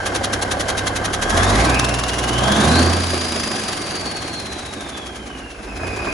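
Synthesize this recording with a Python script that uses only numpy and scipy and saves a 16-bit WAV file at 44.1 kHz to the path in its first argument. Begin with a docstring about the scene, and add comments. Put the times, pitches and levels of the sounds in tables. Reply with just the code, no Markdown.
"""Air puffs once a revolution over the knock and exhaust rumble of an idling six-cylinder turbo diesel.
The engine stands bare on a pallet in a workshop; its compressor blows into the open, close by.
Two revs by hand bring exhaust boom, hard clatter and a rising turbo whistle; it coasts below idle, gears
knocking, until the governor's fuel catches it. Crank-timed bursts of coloured noise make the blows and
puffs, sines the exhaust tones, randomly modulated carriers the whistle."""
import sys
import numpy as np
from scipy import signal
from scipy.fft import rfft, irfft, next_fast_len
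from scipy.io import wavfile
from scipy.ndimage import uniform_filter1d, map_coordinates

SR = 44100
rng = np.random.default_rng(int(sys.argv[2]) if len(sys.argv) > 2 else 0)


def generate_wav(sig):
    """Save sig (samples, or channels by samples) to the path in sys.argv[1] as 16-bit PCM at SR."""
    pcm = np.round(np.clip(np.atleast_2d(sig).T, -1, 1) * 32767).astype(np.int16)
    wavfile.write(sys.argv[1], SR, pcm)


N = 270325
IDLE_RPS = 11.2

# cylinder strengths in firing order: strength_db
CYLINDER_DB = [0.078, 0.021, -0.23, 0.66, 1, 0.74]
# microphone path round the engine: time_s, position (0 compressor side, 1 in front of the fan)
MIC_WALK = [(0, 0.0056), (2.7, 0.038), (3.7, 0.16), (4.5, 0.69), (5.5, 1), (6.13, 1)]
# block colour, relative: freq_hz, density_db (per Hz)
BLOCK_SPECTRUM = [(150, -64), (400, -1.5), (520, -3), (700, -1.5), (860, -1.5), (1100, -4), (1350, -4),
                  (1650, -6), (2100, -12), (3000, -19), (5000, -20.5), (11000, -29)]


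def amp(db):
    """Decibels to gain."""
    return 10 ** (np.asarray(db) / 20)


def unit(x):
    """Scaled to rms 1."""
    return x / np.sqrt(np.mean(x ** 2) + 1e-20)


def along(points, hz):
    """(Hz, value) points read on a log axis."""
    f, v = np.transpose(points)
    return np.interp(np.log(hz + 1), np.log(f + 1), v)


def curves(rows):
    """One value per sample for each column after the time."""
    s, *cols = np.transpose(rows)
    return [np.interp(np.arange(N) / SR, s, c) for c in cols]


def wobble(rate):
    """A smooth random curve, rate knots a second."""
    knots = rng.standard_normal(int(N * rate / SR) + 4)
    return map_coordinates(knots, [np.arange(N) * rate / SR])


def noise():
    """Two unrelated white noises."""
    return rng.standard_normal((2, N))


def filtered(x, response):
    """x times a complex response of frequency."""
    m = next_fast_len(N + SR // 2)
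    return irfft(rfft(x, m) * response(np.fft.rfftfreq(m, 1 / SR)), m)[..., :N]


def lift(modes, hz):
    """dB by which resonances raise a frequency."""
    return sum(db / (1 + (2 * (hz - centre) / width) ** 2) for centre, width, db in modes)


def radiate(pair, spectrum, modes=()):
    """Two unrelated signals become a coloured, resonant, partly alike stereo pair of rms 1."""
    # left-right likeness: freq_hz, correlation
    likeness = [(100, 0.98), (300, 0.99), (550, 1), (1000, 0.38), (2000, 0.61), (4000, 0.43), (8000, 1),
                (11000, 1)]

    def response(hz):
        turn = np.arccos(np.clip(along(likeness, hz), -1, 1)) / 2
        return amp(along(spectrum, hz) + lift(modes, hz)) * [np.cos(turn), np.sin(turn)]

    mid, side = filtered(pair, response)
    return unit(np.array([mid + side, mid - side]))


def struck(rows, ring_s):
    """Envelope of (s, dB) blows that each fall 60 dB in ring_s."""
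    t = np.arange(N) / SR
    return sum((t >= s) * amp(db - 60 * np.abs(t - s) / ring_s) for s, db in rows)


def crackle(rate, life_s, size_db):
    """Noise in random grains, rate a second, that start sharply and fall 60 dB in life_s."""
    grains = (rng.random(N) < rate / SR) * amp(size_db * np.clip(rng.standard_normal(N), -2, 2))
    decay = amp(-60 * np.arange(SR // 16) / SR / life_s)
    energy = np.abs(signal.fftconvolve(grains ** 2, decay ** 2)[:N])
    return unit(noise() * np.sqrt(energy))


def firings(turns, ring_s, scatter_db, rough):
    """Three blows per unit of turns ring partly alike and partly as fresh noise (share rough)."""
    at = np.flatnonzero(np.diff(np.floor(turns * len(CYLINDER_DB) / 2)))
    blow_db = np.resize(CYLINDER_DB, len(at)) + rng.uniform(-scatter_db, scatter_db, len(at))
    blows = np.zeros(N)
    blows[at] = amp(blow_db) * np.sqrt(np.gradient(at))  # equal power at any speed
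    decay = amp(-60 * np.arange(SR // 4) / SR / ring_s)
    impulse = decay * rng.standard_normal((2, len(decay)))
    ring = signal.fftconvolve(blows[None], impulse, axes=1)[:, :N]
    gated = noise() * np.sqrt(np.abs(signal.fftconvolve(blows ** 2, decay ** 2)[:N]))
    share = np.clip(rough, 0, 1)
    return np.sqrt(1 - share) * unit(ring) + np.sqrt(share) * unit(gated)


def patchy(x, depth_db, bins, frames=8):
    """The colour shifts at random over time and frequency."""
    z = signal.stft(x, nperseg=512)[2]
    field = uniform_filter1d(rng.standard_normal(z.shape[1:]), bins, 0)
    field = uniform_filter1d(field, frames, 1)
    return unit(signal.istft(z * amp(depth_db * unit(field)), nperseg=512)[1][:, :N])


def block(pair, spectrum):
    """The block's resonances stand out or recede as the microphone moves round it."""
    # listening point: time_s, station (0 close beside, 1 a step back, 2 in front of the fan)
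    stations = [(0, 0), (.95, 0), (1.35, 1), (3.1, 1), (4.6, 2), (6.13, 2)]
    # block and covers: freq_hz, width_hz, beside_lift_db, step_back_lift_db, fan_lift_db
    modes = np.array([(528, 42, 9, 3.5, -4), (703, 140, 6, 8.5, 5.5), (802, 75, 1.5, 0.5, 0.5),
                      (1080, 260, 2, 5, 0.5), (1250, 100, -5, 0.5, -1.5), (1613, 210, 6.5, 7.5, 5.5),
                      (2100, 61, 8, 5, 6.5), (2470, 360, -4, -10, 9.5)])
    station, = curves(stations)
    heard = 0
    for k, lifts in enumerate(modes[:, 2:].T):
        weight = np.clip(1 - np.abs(station - k), 0, 1)
        heard = heard + weight * radiate(pair, spectrum, np.column_stack([modes[:, :2], lifts]))
    return heard


def level(law, speed, load):
    """A source's dB from engine speed, load and where the microphone stands."""
    idle_db, speed_db, load_db, front_db = law
    front, = curves(MIC_WALK)
    return idle_db + speed_db * np.log2(speed / IDLE_RPS) + load_db * load + front_db * front


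def fuel():
    """Fuel delivery 0-1: every spell ramps up, holds and ramps down."""
    # idle, two hand revs, governor's catch: opens_s, ramp_up_s, closes_s, ramp_down_s, strength (0-1)
    doses = [(-1, .3, 1.3, .4, .5), (1, .36, 1.62, .62, .98), (1.93, .64, 2.8, .3, .9),
             (5.57, .28, 6.3, .4, .62)]
    t = np.arange(N) / SR
    spells = []
    for opens, up_s, closes, down_s, strength in doses:
        ramps = np.minimum((t - opens) / up_s, 1 - (t - closes) / down_s)
        spells.append(strength * np.clip(ramps, 0, 1))
    return np.max(spells, axis=0)


def shop(x):
    """The workshop's reverberant tail is decaying noise, treble dying first."""
    # reverberation: freq_hz, t60_s
    decay_times = [(100, 0.37), (1000, 0.38), (4000, 0.16), (11000, 0.019)]
    hz, t, z = signal.stft(rng.standard_normal((2, SR // 2)), SR, nperseg=256)
    fading = z * amp(-60 * t / along(decay_times, hz)[:, None])
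    tail = signal.istft(fading, SR, nperseg=256)[1]
    return signal.fftconvolve(x, tail / np.linalg.norm(tail[0]), axes=1)[:, :N]


def hum(hz=60.4, db=-53, front_db=8.5):
    """A faint, slightly unsteady mains sine, louder in front of the fan."""
    front, = curves(MIC_WALK)
    gain = amp(db + front_db * front + 1.5 * wobble(3.7))
    return gain * np.sqrt(2) * np.sin(2 * np.pi * hz * np.arange(N) / SR)


def buffet(at_s=1.605, sigma_s=0.015, db=-19):
    """A gust of moving air thumps the microphone: a short swell of low noise."""
    swell = np.exp(-.5 * ((np.arange(N) / SR - at_s) / sigma_s) ** 2)
    return amp(db) * swell * radiate(noise(), [(5, -11), (20, -4), (45, -4), (90, -2), (400, -84)])


def gears(load, rattle_db=-41, front_db=-3, ring_s=0.15):
    """Unloaded gears rattle across their slack, with a few heavier knocks on the cover."""
    # heavy knocks: time_s, level_db
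    slack_knocks = [(.998, -29), (3.133, -19.5), (3.357, -26), (3.504, -25), (3.69, -24.5), (3.944, -26),
                    (4.061, -25.5), (4.245, -30), (4.5, -43), (4.85, -33), (4.95, -29.5)]
    # cover colour, relative: freq_hz, density_db (per Hz)
    cover = [(120, -22), (280, -2), (450, -4.5), (800, -14), (1700, -16), (2500, -19), (8000, -42)]
    # cover resonances: freq_hz, width_hz, lift_db
    cover_modes = [(332, 28, 8), (804, 50, 5), (1200, 49, 5)]
    front, = curves(MIC_WALK)
    grains = crackle(rate=28, life_s=0.092, size_db=0.5)
    rattle = amp(rattle_db + front_db * front) * (1 - load) * grains
    knocks = struck(slack_knocks, ring_s) * radiate(noise(), cover, cover_modes)
    return knocks + np.std(rattle) * block(rattle, BLOCK_SPECTRUM)


def hard_knocks(ring_s=.12):
    """A sudden dose of fuel in a slow engine fires hard and rings the block."""
    # single combustions: time_s, level_db
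    blows = [(5.808, -32), (5.833, -28), (5.992, -24.5), (6.048, -36), (6.071, -20.5)]
    # block under a hard blow, relative: freq_hz, density_db (per Hz)
    hard_spectrum = [(150, -32), (350, 0), (750, 2), (1200, 1), (1700, -4), (2200, -37), (6000, -19),
                     (11000, -36)]
    return struck(blows, ring_s) * block(noise(), hard_spectrum)


def clatter(speed, load, idle_speed_db=-27, speed_db=-9):
    """A full dose of fuel burns abruptly and rattles the engine, worst while it is still slow."""
    # clatter colour, relative: freq_hz, density_db (per Hz)
    sharp_spectrum = [(600, -20), (1100, 16), (1900, -3), (2600, -12), (3500, 3), (4400, -13), (5500, 1),
                      (8000, -2), (10000, -3), (12000, -14)]
    overfuel = np.interp(load, [.6, .96], [0, 1])
    gain = amp(idle_speed_db + speed_db * np.log2(speed / IDLE_RPS))
    return gain * overfuel * radiate(crackle(rate=260, life_s=0.035, size_db=2.0), sharp_spectrum)


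def turbo(speed, turns, load, waver=0.00508, spread_hz=190, flutter_db=1.5, hiss_power=6.25,
          halo_db=-7.0, halo_hz=330, octave_hz=260, core=.5):
    """The wheel whistles at its shaft speed, smeared by turbulence, over the grainy hiss of its intake."""
    # whistle pitch: time_s, pitch_hz
    pitch = [(0, 1555), (1.1, 1540), (1.4, 1683), (1.55, 1978), (1.76, 2550), (1.9, 2710), (2.3, 2914),
             (2.6, 3504), (2.7, 4030), (2.9, 4660), (3.2, 4840), (3.5, 4880), (4, 4575), (4.5, 4084),
             (5, 3410), (5.5, 2740), (5.85, 2490), (6.13, 2460)]
    # whistle, surging on spool-up and when fuel returns: time_s, level_db
    whistle_level = [(0, -37), (1.15, -34.5), (1.41, -22.5), (1.49, -35), (1.56, -26), (1.68, -36),
                     (1.74, -25.5), (1.8, -27.5), (1.95, -31.5), (2.2, -33.5), (2.54, -27), (2.65, -30.5),
                     (2.8, -27.5), (2.97, -34.5), (3.12, -31.5), (3.6, -32), (3.72, -36.5), (3.95, -32.5),
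                     (4.35, -34), (4.55, -38), (4.75, -42), (4.95, -38.5), (5.35, -45), (5.52, -41),
                     (5.61, -52), (5.71, -40), (5.77, -42), (5.88, -34), (6.13, -28.5)]
    # its octave: time_s, level_db
    octave_level = [(0, -44), (1.2, -43.5), (1.42, -29.5), (1.6, -39), (2.2, -45), (2.55, -48), (3.3, -42),
                    (3.8, -41), (4.3, -63), (4.8, -59), (5.3, -59), (5.62, -61), (5.69, -52), (5.85, -45),
                    (6.13, -46)]
    # intake hiss, relative: freq_hz, density_db (per Hz)
    intake = [(800, 1), (1750, -5.5), (2300, -0.5), (3000, -1), (4200, -2.5), (5500, -4.5), (7500, -9),
              (10000, -7), (12000, -19)]
    # hiss: idle_no_fuel_db, db_per_speed_doubling, full_fuel_added_db, fan_side_added_db
    hiss_law = (-40.5, 9.5, 9, -1.5)
    hz, = curves(pitch)
    phase = 2 * np.pi * np.cumsum(hz * (1 + waver * wobble(60))) / SR

    def eddies(rate):
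        return wobble(rate) + 1j * wobble(rate)

    def band(width_hz, order):
        return unit(np.real(eddies(width_hz) * np.exp(1j * order * phase)))

    # hoarser with engine pull and wheel speed
    hoarse = np.interp(load * speed, [0, 9, 17], [.2, .25, .75]) + np.interp(hz, [3000, 4900], [0, .25])

    def voice():
        skirt = core + .5 * eddies(spread_hz) + hoarse * eddies(4 * spread_hz)
        return np.real(skirt * np.exp(1j * phase)) / np.hypot(1, hoarse)

    # exhaust pulses reach the wheel one by one and make it flutter
    pulsing = np.sin(2 * np.pi * turns * len(CYLINDER_DB) / 2)
    shimmer_db = .4 * wobble(14) + 1.3 * wobble(55)
    flutter = amp(shimmer_db + flutter_db * (pulsing + wobble(35)))
    whistle = unit(np.array([voice(), voice()]) * flutter)
    # wall reflections: a broader, airy halo of opposite sign left and right
    halo = amp(halo_db) * np.array([[1], [-1]]) * band(halo_hz, order=1)

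    # the octave widens into a breathy band as the wheel speeds up
    wide = np.interp(hz, [2700, 4200], [0, .9])

    def overtone():
        return np.sqrt(1 - wide) * band(octave_hz, order=2) + np.sqrt(wide) * band(4 * octave_hz, order=2)

    octave = amp(curves(octave_level)[0]) * np.array([overtone(), overtone()])
    hiss_gain = amp(level(hiss_law, speed, load ** hiss_power))
    hiss = hiss_gain * radiate(crackle(rate=800, life_s=0.096, size_db=2.5), intake)
    return amp(curves(whistle_level)[0]) * unit(whistle + halo) + octave + hiss


def exhaust(speed, turns, load, roar_db=-21):
    """Gas pulses rumble and boom in the open pipe; higher orders swell as they cross its resonances."""
    # pipe colour, relative: freq_hz, density_db (per Hz)
    pipe = [(20, -24), (45, -14), (65, 1), (105, -3), (155, -3), (210, -4.5), (290, 4.5), (380, -0.5),
            (460, -2.5), (800, -12.5), (1600, -15), (4000, -30)]
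    # pipe resonances: freq_hz, width_hz, lift_db
    pipe_modes = [(208.5, 25, 8), (253, 30, 3), (364, 11, 5.5)]
    # roar colour, relative: freq_hz, density_db (per Hz)
    roar_spectrum = [(70, -25), (140, -7), (230, -4), (360, -1), (420, -20), (600, -16), (1000, -27),
                     (3000, -60)]
    # rumble: idle_no_fuel_db, db_per_speed_doubling, full_fuel_added_db, fan_side_added_db
    rumble_law = (-35, 2, 11, -1.5)
    # firing tone (three cycles a revolution), its 2nd and 3rd harmonics: time_s, level_db
    first = [(0, -47), (1.15, -39), (1.3, -28), (1.42, -25), (1.5, -24), (1.58, -20.5), (1.95, -27.5),
             (2.2, -29), (2.42, -23.5), (2.52, -29), (2.58, -31), (2.66, -22), (2.83, -18), (3.1, -26),
             (3.45, -40), (3.6, -62), (5.75, -65), (6.13, -37)]
    second = [(0, -40), (1.2, -40), (1.38, -22), (1.52, -21), (1.63, -31), (1.75, -27.5), (2, -30),
              (2.12, -39), (2.25, -33), (2.451, -23.5), (2.56, -33), (2.69, -19.5), (2.829, -45), (3, -36),
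              (3.4, -48), (5.55, -47), (5.75, -35), (6.13, -43)]
    third = [(0, -36), (1.1, -32.5), (1.25, -38), (2.35, -51), (2.52, -21), (2.6, -27.5), (2.77, -26),
             (2.95, -39), (3.1, -34.5), (3.65, -35), (4.001, -48), (5.6, -59), (5.85, -32.5), (6.13, -47)]
    # weaker tones: crank_multiple, level_db (against the rumble, before speed and resonance)
    weak_orders = [(4.5, -11.5), (5, -17), (7, -13.5), (8, -17), (10, -19), (12, -18), (13, -15.5),
                   (15, -14), (18, -21.5)]

    def tone(order, db):
        return amp(db) * np.sqrt(2) * np.sin(2 * np.pi * (order * turns + rng.random()))

    rumble_db = level(rumble_law, speed, load)
    pulses = firings(turns, ring_s=0.73, scatter_db=2.85, rough=0.93)
    rumble = amp(rumble_db) * radiate(pulses, pipe, pipe_modes)
    boom = sum(tone(k * len(CYLINDER_DB) / 2, curves(rows)[0] + .5 * k * wobble(17))
               for k, rows in enumerate([first, second, third], 1))
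    # the weaker orders are held back near idle
    overtone_db = rumble_db + np.interp(speed, [12, 18], [-6, 0])
    overtones = sum(tone(order, overtone_db + db + lift(pipe_modes, order * speed) + 2 * wobble(6.5))
                    for order, db in weak_orders)
    # fuel at high speed makes the pipe roar
    pull = load * np.interp(speed, [21, 26], [0, 1])
    blasts = firings(turns, ring_s=0.07, scatter_db=4.75, rough=0.48)
    roar = amp(roar_db) * pull * radiate(blasts, roar_spectrum, pipe_modes)
    return rumble + boom + overtones + roar


def knock(speed, turns, load):
    """Combustions rap the iron block; injectors and valves tick in between, softer when turning slowly."""
    # knock: idle_no_fuel_db, db_per_speed_doubling, full_fuel_added_db, fan_side_added_db
    knock_law = (-33.5, 2, 13, -6)
    raps = firings(turns + .1, ring_s=0.2, scatter_db=0.38, rough=0.76)
    # six ticks a revolution, unsteady in timing
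    tick_turns = 2 * turns + .25 + .01 * wobble(60)
    ticks = firings(tick_turns, ring_s=0.016, scatter_db=2.85, rough=0.91)
    seating_db = np.interp(speed, [8, 12], [-11, -7.5])
    iron = block(raps + amp(seating_db) * ticks, BLOCK_SPECTRUM)
    return amp(level(knock_law, speed, load)) * patchy(iron, depth_db=1.33, bins=4)


def compressor(speed, turns, load, rise=0.088, fall=0.11, slow_db=-7, peakedness=2.01, spit_ring_s=0.024):
    """The piston spits one puff of air a revolution, earlier in the turn at speed, feebly below idle."""
    # outlet colour, relative: freq_hz, density_db (per Hz)
    outlet = [(350, -16), (520, 4), (750, -5), (1200, 7), (1900, 5.5), (2400, -0.5), (3200, 4.5), (4200, 3),
              (5000, -1), (6000, 2), (7500, -2), (10000, -1.5), (12000, -3.5)]
    # puff: idle_no_fuel_db, db_per_speed_doubling, full_fuel_added_db, fan_side_added_db
    puff_law = (-19, -2, 2, -14.5)
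    # harder spits of the valve: time_s, level_db
    valve_spits = [(1.442, -26), (1.795, -17.5), (1.847, -20), (2.287, -27), (2.517, -24)]
    puff_db = level(puff_law, speed, load) + np.interp(speed, [7.5, IDLE_RPS], [slow_db, 0])
    lead_turns = np.interp(speed, [12, 20, 29], [.02, .46, .6])
    # at speed the puffs grow more ragged and fill more of the turn
    ragged = np.interp(speed, [11, 25], [.4, 1])
    spread = np.interp(speed, [12, 25], [1, 1.35])
    stroke = (turns + lead_turns + .05 * ragged * wobble(70) + .5) % 1 - .5
    flank = spread * np.where(stroke < 0, rise, fall)
    flow = np.exp(-.5 * np.abs(stroke / flank) ** peakedness)
    uneven_db = 0.96 * ragged * wobble(24.93)
    air = radiate(crackle(rate=2200, life_s=0.025, size_db=3.0), outlet)
    return (amp(puff_db + uneven_db) * flow + struck(valve_spits, spit_ring_s)) * air


def scene():
    """Crank speed and fuel drive the engine's sources; all but the exhaust also excite the workshop."""
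    # crankshaft: time_s, speed_rps
    crank = [(0, 11.14), (.9, 11.16), (1.22, 11.48), (1.55, 17.14), (1.66, 20.92), (1.8, 20.51),
             (2.38, 20.12), (2.75, 27.59), (3, 29.17), (3.25, 27.6), (4, 20.18), (4.6, 15.11), (5.3, 8.72),
             (5.55, 7.5), (5.7, 7.81), (6.13, 13.3)]
    speed, = curves(crank)
    turns = np.cumsum(speed) / SR - .78
    load = fuel()
    iron = gears(load) + hard_knocks() + clatter(speed, load) + knock(speed, turns, load)
    machine = iron + turbo(speed, turns, load) + compressor(speed, turns, load)
    return hum() + buffet() + amp(-12.0) * shop(machine) + exhaust(speed, turns, load) + machine


def record(dry, top_hz=12400):
    """Stereo output: the two channels turn in and out of phase in the high treble."""
    # microphone response: freq_hz, gain_db
    mic_response = [(20, 0), (10900, 0), (11600, -2), (12000, -10), (12400, -24)]
    # balance: freq_hz, left_minus_right_db
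    balance = [(60, -0.5), (130, -4.5), (270, -1.5), (580, -4.5), (1220, 0), (2600, -0.5), (5520, 1),
               (11700, -0.5)]
    # left channel's phase lead: freq_hz, lead_half_turns
    phase_lead = [(100, 0), (860, .12), (2150, 0), (3000, .15), (4100, 0), (4800, .12), (7000, 0),
                  (7600, -.2), (8150, -.9), (8700, -1.1), (9500, -1.9), (10750, -2.1), (11400, -2.9),
                  (12400, -3)]
    sides = np.array([[.5], [-.5]])

    def channels(hz):
        gain = amp(along(mic_response, hz) + sides * along(balance, hz))
        return gain * np.exp(1j * np.pi * sides * along(phase_lead, hz)) * (hz < top_hz)

    return filtered(dry, channels)


dry = scene()
out = record(dry)
generate_wav(out)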